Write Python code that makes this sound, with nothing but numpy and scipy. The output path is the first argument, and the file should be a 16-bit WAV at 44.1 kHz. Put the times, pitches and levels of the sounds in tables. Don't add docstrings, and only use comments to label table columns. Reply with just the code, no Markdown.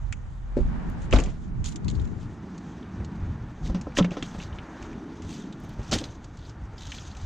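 import sys
import numpy as np
from scipy import signal
from scipy.io import wavfile

SR = 44100
rng = np.random.default_rng(int(sys.argv[2]) if len(sys.argv) > 2 else 0)


def dump_mix(stems):
    frames = np.atleast_2d(stems).T
    limited = np.clip(frames, -1, 1)
    pcm = np.round(limited * 32767).astype(np.int16)
    wavfile.write(sys.argv[1], SR, pcm)


N = 319978

# start_s, push_db, rumble_db, flutter_db, whirr_db
WIND_LEVELS = [(0.0, -44.5, -41, -51, -80), (0.5, -40, -42.5, -55, -75), (0.68, -36.5, -37.5, -33.5, -52),
               (1.1, -37.5, -38, -42, -48), (1.35, -40.5, -39, -43.5, -53.5),
               (1.74, -38, -41.5, -40, -47.5), (1.92, -42, -31.5, -35.5, -42), (2.26, -42, -38, -45, -48.5),
               (2.45, -57, -49, -42, -46.5), (2.95, -68, -42, -39, -46), (3.3, -43, -32, -39.5, -46),
               (3.58, -46, -47.5, -47.5, -51), (3.72, -46, -34.5, -33, -36.5), (3.92, -48, -45, -43.5, -67),
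               (4.1, -43, -47, -38.5, -42), (4.35, -51, -45.5, -43.5, -54), (4.72, -57, -52, -52, -50),
               (4.9, -56, -48, -48.5, -40), (5.5, -51, -54, -39, -43), (5.86, -46, -44, -47, -54),
               (6.5, -52, -41, -57, -52.5), (7.26, -51, -41.5, -51.5, -60.5)]
# peak_s, push_db, rumble_db, length_s
GUSTS = [(0.04, -36, -41.5, 0.18), (0.307, -49, -44, 0.044), (0.632, -19.5, -38, 0.17),
         (1.15, -20, -21.5, 0.097), (1.267, -25.5, -33.5, 0.13), (1.609, -42, -33.5, 0.24),
         (1.894, -48, -29, 0.11), (2.012, -31, -29, 0.16), (3.015, -48.5, -35, .1), (3.24, -35, -36.5, 0.1),
         (3.638, -50, -33, .07), (3.705, -36, -36.5, 0.19), (4.0, -38, -50, 0.094),
         (4.505, -44.5, -39, .36), (4.83, -50, -48, 0.12), (4.953, -47, -43, 0.11),
         (5.267, -49.5, -38, 0.15), (5.666, -47, -37.5, .12), (5.805, -40, -33, 0.064),
         (5.944, -46, -31, 0.12), (6.632, -48, -40, 0.13), (6.873, -47, -61, 0.13),
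         (7.101, -36.5, -43, 0.067), (7.25, -37, -43, 0.12)]
# start_s, lean_left (positive to the left, limited by a tanh)
WIND_LEAN = [(0.0, -11), (0.3, 0.5), (0.63, -7), (0.87, 1), (1.43, -1.5), (1.74, -3), (1.87, 6), (2.1, 9),
             (2.45, -7)]
# pitch_hz, level_db_per_hz
PUSH_COLOUR = [(14, -6.5), (25, -2), (40, 2.5), (55, -6.5), (75, -46)]
RUMBLE_COLOUR = [(40, -13.5), (58, -2), (85, -1.5), (125, -4.5), (170, -14.5)]
FLUTTER_COLOUR = [(95, -24), (135, -5), (180, 7), (225, -0.5), (290, -31)]
WHIRR_COLOUR = [(170, -30), (240, -0.5), (300, 0), (370, -3.5), (430, -18.5), (600, -37)]
# start_s, level_db
TRAFFIC_LEVEL = [(0.0, -53.5), (0.4, -56), (0.75, -44), (1.13, -47), (1.29, -55.5), (1.86, -51),
                 (3.15, -47.5), (3.6, -49.5), (4.83, -44), (5.05, -48.5), (5.58, -49.5), (5.92, -47),
                 (6.3, -53), (6.85, -49), (7.26, -50)]
# pitch_hz, level_db_per_hz
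ROAD_COLOUR = [(150, -5.5), (250, -7.5), (357, -11.5), (434, -16), (510, -15), (650, -15), (856, -12),
               (1180, -17), (1460, -16), (3080, -34), (6080, -44), (7150, -48.5), (12000, -85.5),
               (15600, -110), (22000, -120)]
# start_s, level_db
HISS_LEVEL = [(0, -64), (1.3, -64.5), (2.7, -59.5), (3.3, -61.5), (4.6, -59.5), (5.6, -56.5), (6.2, -58),
              (6.65, -63.5), (7.26, -56)]
# start_s, rise_s, fall_s, top_db
SHORT_HISSES = [(1.0, 0.029, 0.11, -56), (1.106, 0.019, 0.023, -50), (1.637, 0.014, 0.05, -36),
                (1.64, 0.039, 0.075, -44), (1.88, 0.023, 0.18, -61), (2.17, 0.033, 0.2, -63),
                (3.618, 0.043, 0.092, -43.5), (3.74, 0.048, 0.17, -68), (3.947, 0.038, 0.02, -26.5),
                (4.1, 0.017, 0.18, -54), (4.22, 0.023, 0.21, -47), (4.3, 0.13, 0.058, -46.5),
                (4.75, 0.097, 0.082, -59), (5.2, 0.14, 0.14, -42), (5.76, 0.23, 0.037, -41),
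                (5.909, 0.023, 0.05, -23), (5.96, 0.024, 0.18, -40), (6.3, 0.16, 0.13, -60),
                (6.749, 0.084, 0.084, -43), (6.85, 0.085, 0.19, -42), (6.98, 0.15, 0.42, -51.5)]
# pitch_hz, level_db_per_hz
HISS_COLOUR = [(1200, -1.5), (2000, -9.5), (3300, 1), (4500, -3.5), (6000, -6), (7600, 6), (9500, -8.5),
               (12500, 11), (16000, -7)]
# start_s, level_db
HUM_LEVEL = [(0.0, -34), (0.18, -44), (0.3, -39.5), (0.6, -28.5), (0.66, -20), (0.72, -42), (0.77, -90.5)]
# start_s, peak_db
FLAT_CLICKS = [(0.9002, -33.5), (5.6025, -37), (5.6394, -39), (5.6499, -40), (5.6875, -50), (5.6943, -36),
               (5.7372, -44)]
# start_s, level_db, t60_s
THUMPS = [(0.797, -49, .08), (3, -40.5, 0.28), (3.408, -47.5, 0.051), (5.638, -38, 0.08),
          (5.791, -37, 0.13), (5.916, -24, 0.11), (5.926, -16, 0.082), (5.945, -36, 0.62), (6.734, -43, .1)]
# pitch_hz, level_db_per_hz
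THUD_COLOUR = [(60, -24), (150, 6.5), (300, 2.5), (500, -1), (800, -6.5), (1300, -17), (2200, -19),
               (3500, -50)]
# pitch_hz, level_db_per_hz
TRIM_COLOUR = [(500, -2), (750, 2), (1100, -6), (1800, -5), (3000, -9), (5000, -14), (7500, -15),
               (11000, -18), (15000, -27)]
# start_s, level_db, pitch_hz, treble_share_db
TICKS = [(0.1246, -21.5, 2490, -6), (1.1098, -28.5, 2370, -7), (1.119, -25, 3030, -18),
         (1.126, -10, 2820, -20), (1.1394, -26, 2170, -20), (1.1604, -16.5, 3700, -16),
         (1.186, -16.5, 2430, -11), (1.2, -24, 2770, -4.5), (1.2368, -30, 3240, 0), (1.259, -35, 2720, -6),
         (1.3, -37, 2240, -11.5), (1.6417, -33.5, 4300, 3.5), (1.6595, -40.5, 4380, 12.5),
         (1.689, -45, 3760, 12), (1.722, -37, 4260, -2), (1.7583, -32.5, 3720, 1.5),
         (1.845, -39.5, 4530, -4), (1.8814, -26.5, 4150, -7), (1.888, -32, 4140, -8),
         (1.8995, -32.5, 3970, -1), (1.911, -38, 3600, -1), (1.951, -36.5, 4360, -9),
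         (1.9958, -38, 3800, -17), (2.0154, -46, 3520, -2), (2.0444, -46, 4030, -4),
         (2.052, -45.5, 3520, -2.5), (2.0744, -47, 4000, -4), (2.578, -39, 4500, -1),
         (2.827, -40, 3240, -17), (3.046, -35.5, 4150, -3), (3.665, -36, 2250, -11), (3.7443, -40, 4030, 2),
         (3.8117, -35.5, 2800, 2.5), (3.92, -40, 2240, -14), (3.9653, -26, 3340, -12),
         (3.97, -10.5, 2820, -13), (3.9845, -10.5, 3360, -8), (3.993, -20, 3360, -14),
         (4.025, -23.5, 3150, -20), (4.0451, -21.5, 2540, -28), (4.1068, -31, 2570, -12),
         (4.1155, -32.5, 3230, -22), (4.1684, -36, 3310, -19), (4.2249, -18, 3000, -10.5),
         (4.3394, -46, 2540, -13), (4.3996, -28, 2670, -26), (4.4246, -32.5, 2500, -20),
         (4.5271, -37.5, 3080, -23), (4.585, -25, 2820, -33), (4.8256, -32.5, 2690, -5.5),
         (4.9292, -37, 2500, -15), (5.22, -40, 2790, 2), (5.437, -38, 3360, -14), (5.5253, -36, 3770, -6.5),
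         (5.913, -32, 3200, 12), (5.9206, -16.5, 5140, -8), (5.9278, -19.5, 3670, 0), (5.938, -24, 3470, 4),
         (5.9833, -27, 2960, 0.5), (6.039, -24.5, 4260, -6), (6.088, -41, 3530, -17),
         (6.2428, -41, 4900, 4), (6.3704, -46, 4400, 2), (6.3887, -46, 4400, -3), (6.4248, -43, 3640, -11),
         (6.4506, -40, 4370, -15), (6.4941, -38.5, 5000, -5), (6.78, -36, 5000, -9),
         (6.82, -34, 4060, -0.5), (6.9179, -23.5, 2900, -10), (6.942, -35, 2600, -15),
         (6.9826, -29.5, 3300, -29), (7.0509, -37.5, 3730, -5), (7.1496, -41, 3100, -6.5),
         (7.1142, -38, 4200, -10), (7.168, -39, 4200, 2.5), (7.214, -43, 4760, 2)]
# pitch_hz, level_db, t60_s
LATCH_MODES = [(3090, 1, 0.17), (3400, -4, .1), (4230, -15, .06)]
# start_s, small_modes_db, large_panel_db, rattle_db, rattle_t60_s
HATCH_BLOWS = [(0.567, -12, -41, -36, 0.052), (.574, -19, -25, -40, 0.039), (.586, -16.5, -32, -46, 0.12),
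               (0.603, -24.5, -28, -48.5, 0.38), (1.125, -17, -43, -21.5, 0.14),
               (1.133, -13, -12, -17.5, 0.12), (1.157, -31, -23.5, -30, 0.35),
               (1.187, -30, -22.5, -35, 0.4)]
DOOR_HANDLING = [(3.65, -44, -52, -45.5, 0.31), (3.696, -34.5, -43, -43, 0.15),
                 (3.746, -33, -24, -38, 0.26), (3.868, -28, -45, -48, .05), (3.922, -61, -54, -51, 0.037),
                 (3.973, -31, -41, -27, 0.065), (3.985, -18, -39, -12.5, 0.071),
                 (3.999, -20, -23, -32, 0.053), (4.008, -21.5, -12.5, -39, 0.2),
                 (4.043, -27, -21.5, -25, 0.059), (4.115, -38, -36, -32.5, 0.19),
                 (4.168, -25, -33, -32.5, 0.1), (4.226, -53, -49, -29, 0.065), (4.346, -37, -39, -42, 0.16),
                 (4.383, -41, -35.5, -43, 0.22)]
# pitch_hz, level_db, t60_s
HATCH_MODES = [(43.5, 4, 0.33), (57.7, 6, 0.16), (146.6, -16, 0.4), (186.7, -16, .25), (236, -8, 0.23),
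               (370, -4, 0.081), (500, -8, 0.07), (580, -9.5, 0.041), (710, -20, 0.03), (870, -22.5, 0.038)]
DOOR_MODES = [(179, 4, 0.18), (292, 1, 0.089), (429, -6.5, 0.072), (503, -9, 0.16), (566, -3, 0.045),
              (734, -4.5, 0.03), (820, -10, .05), (1020, -5.5, 0.036), (1320, -6, 0.039)]
# start_s, side_gain_db
WIDTH = [(0, -2.5), (2.1, -2), (2.5, -25), (3.1, -34.5), (3.4, -45), (3.5, -72), (7.3, -65)]

UNSHARED_DB = -2
HUM_HZ = 40.97
HUM_GLIDE_HZ_PER_S, HUM_GLIDE_FROM_S = 23, 0.74
TRIM_DB, TRIM_LASTS = -9, 0.97
TICK_T60_S = 0.04
LATCH_FROM_S, LATCH_TO_S = 4.02, 4.7
PAIR_PORT_HZ, SINGLE_PORT_HZ = 7200, 6350
CUTOFF_HZ = 16600


def amp(db):
    return 10 ** (np.asarray(db) / 20)


def rms_one(x):
    return x / np.sqrt(np.mean(x ** 2) + 1e-20)


def in_time(rows):
    s, *columns = np.transpose(rows)
    return [np.interp(np.arange(N) / SR, s, column) for column in columns]


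def drift(rate_hz):
    step = 40
    pole = np.exp(-2 * np.pi * rate_hz * step / SR)
    white = rng.standard_normal(N // step + 2002)
    slow = signal.lfilter([1], [1, -2 * pole, pole * pole], white)[2000:]
    return np.interp(np.arange(N) / step, np.arange(len(slow)), rms_one(slow))


def ring(x, hz, t60):
    decay = amp(-60 / (t60 * SR))
    turn = 2 * np.pi * hz / SR
    return signal.lfilter([0, np.sin(turn)], [1, -2 * decay * np.cos(turn), decay * decay], x + 1e-18)


def coloured(spectrum, patchy_db):
    hz, db = np.transpose(spectrum)
    white = rng.standard_normal((2, 2, N))
    octaves = np.log2(min(hz[-1], 17000) / hz[0])
    edges = hz[0] * 2 ** np.arange(0, octaves + .1, 1 / 3)
    out, together = 0, drift(16.4)
    for k, (low, high) in enumerate(zip(edges, edges[1:])):
        band_pass = signal.butter(2, [low, high], "band", fs=SR, output="sos")
        band = signal.sosfilt(band_pass, white[k % 2])
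        level_db = np.interp(np.log(low * high) / 2, np.log(hz), db)
        flicker_db = patchy_db * (together + drift(11.7))
        out = out + amp(level_db + flicker_db) * band
    return rms_one(out)


def dying(events):
    out = np.zeros(N)
    for s, db, t60 in events:
        at = round(s * SR)
        t = np.arange(min(N - at, round(SR * t60 * 1.5))) / SR
        out[at:at + len(t)] += amp(db - 60 * t / t60) * np.minimum(t / 0.0023, 1)
    return out


def road():
    return amp(in_time(TRAFFIC_LEVEL)[0]) * coloured(ROAD_COLOUR, patchy_db=.25)


def gusts():
    t, out = np.arange(N) / SR, np.zeros((2, N))
    for s, push_db, rumble_db, length in GUSTS:
        hump = np.interp(t, [s - length / 2, s, s + length / 2], [0, 1, 0])
        out += amp([[push_db], [rumble_db]]) * hump
    return out


def wind():
    gains = amp(in_time(WIND_LEVELS))
    gains[:2] += gusts()
    colours = PUSH_COLOUR, RUMBLE_COLOUR, FLUTTER_COLOUR, WHIRR_COLOUR
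    mid, side = sum(gain * coloured(colour, patchy_db=1.16) for gain, colour in zip(gains, colours))
    lean = np.tanh(in_time(WIND_LEAN)[0] / 6.9)
    return np.array([mid, amp(UNSHARED_DB) * side + lean * mid])


def hum():
    glide_s = np.clip(np.arange(N) / SR - HUM_GLIDE_FROM_S, 0, 1)
    hz = HUM_HZ + HUM_GLIDE_HZ_PER_S * glide_s
    level = amp(in_time(HUM_LEVEL)[0] + 1.0 * drift(7.3))
    return np.sqrt(2) * level * np.sin(2 * np.pi * np.cumsum(hz) / SR)


def flat_clicks():
    s, db = np.transpose(FLAT_CLICKS)
    out = np.zeros(N)
    out[(s * SR).astype(int)] = amp(db)
    return out


def hisses():
    t, swell = np.arange(N) / SR, np.zeros(N)
    for s, rise, fall, db in SHORT_HISSES:
        swell += amp(db) * np.interp(t, [s, s + rise, s + rise + fall], [0, 1, 0]) ** 1.45
    grain_size = amp(5.5 * np.minimum(rng.exponential(1, N), 4))
    grains = (rng.random(N) < 220 / SR) * grain_size
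    crackle = signal.lfilter([1], [1, -.985], grains)
    rough = swell * rms_one(1 + 0.38 * crackle)
    steady = amp(in_time(HISS_LEVEL)[0])
    return (rough + steady) * coloured(HISS_COLOUR, patchy_db=2.0)


def trim():
    shaken = [(s, db + TRIM_DB, t60 * TRIM_LASTS) for s, *_, db, t60 in HATCH_BLOWS + DOOR_HANDLING]
    return dying(shaken) * coloured(TRIM_COLOUR, patchy_db=2.0)


def thumps_and_rattle():
    shaken = [(s, db, t60) for s, *_, db, t60 in HATCH_BLOWS + DOOR_HANDLING + THUMPS]
    return dying(shaken) * coloured(THUD_COLOUR, patchy_db=-3.0)


def latch(tick_sound):
    start, end = round(LATCH_FROM_S * SR), round(LATCH_TO_S * SR)
    touched = np.zeros(N)
    touched[start:end] = tick_sound[start:end]
    return sum(amp(db - 54.0) * ring(touched, hz, t60) for hz, db, t60 in LATCH_MODES)


def ticks():
    length = 6000
    out = np.zeros((2, N))
    noise = rng.standard_normal((len(TICKS), 2, length))
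    t = np.arange(length) / SR
    envelope = amp(-60 * t / TICK_T60_S) * np.minimum(t / 0.00033, 1)
    for (s, db, hz, share_db), burst in zip(TICKS, noise):
        burst = burst * envelope
        low = ring(ring(burst, hz, 0.00056), hz, 0.0035)
        treble = ring(burst, 7280, 0.0016)
        tick = 0.54 * low / np.abs(low).max() + amp(share_db) * treble / np.abs(treble).max()
        at = round(s * SR)
        out[:, at:at + length] += amp(db) * tick[:, :N - at]
    out[0] += latch(out[0])
    return signal.sosfilt(signal.butter(3, 1400, "high", fs=SR, output="sos"), out)


def struck(blows, modes):
    s, small_db, panel_db = np.transpose(blows)[:3]
    out = np.zeros(N)
    for k, (hz, level_db, t60) in enumerate(modes):
        strength_db = panel_db if hz < 200 else small_db
        clicks = np.zeros(N)
        clicks[(s * SR).astype(int)] = amp(strength_db + level_db + rng.normal(0, .8, len(s)))
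        out += ring(clicks, hz, t60) * (-1) ** k
    return signal.lfilter([.15], [1, -.85], out)


def microphone(x):
    single = np.clip(-in_time(WIDTH)[0] / 25, 0, 1)
    pair_peak, single_peak = (x + 0.12 * ring(x, hz, 0.0016) for hz in (PAIR_PORT_HZ, SINGLE_PORT_HZ))
    pair = signal.sosfilt(signal.butter(6, 8000, fs=SR, output="sos"), pair_peak)
    body = signal.sosfilt(signal.butter(7, 7300, fs=SR, output="sos"), single_peak)
    shelf = signal.sosfilt(signal.butter(6, 11600, "high", fs=SR, output="sos"), x)
    return (1 - single) * pair + single * (body + amp(-33.5) * shelf)


def scene():
    background = wind() + road()
    bright = microphone(hisses() + ticks() + trim())
    dull = thumps_and_rattle()
    body = struck(HATCH_BLOWS, HATCH_MODES) + struck(DOOR_HANDLING, DOOR_MODES) + hum()
    mid, side = background + bright * [[1], [.7]] + dull * [[1], [.4]] + body * [[1], [.15]]
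    side = amp(in_time(WIDTH)[0]) * side
    mid = mid + flat_clicks()
    return np.array([mid + side, mid - side])


def record(dry):
    rounded = 0.79 * np.tanh(dry / 0.81)
    return signal.sosfilt(signal.cheby2(12, 70, CUTOFF_HZ, fs=SR, output="sos"), rounded)


dry = scene()
out = record(dry)
dump_mix(out)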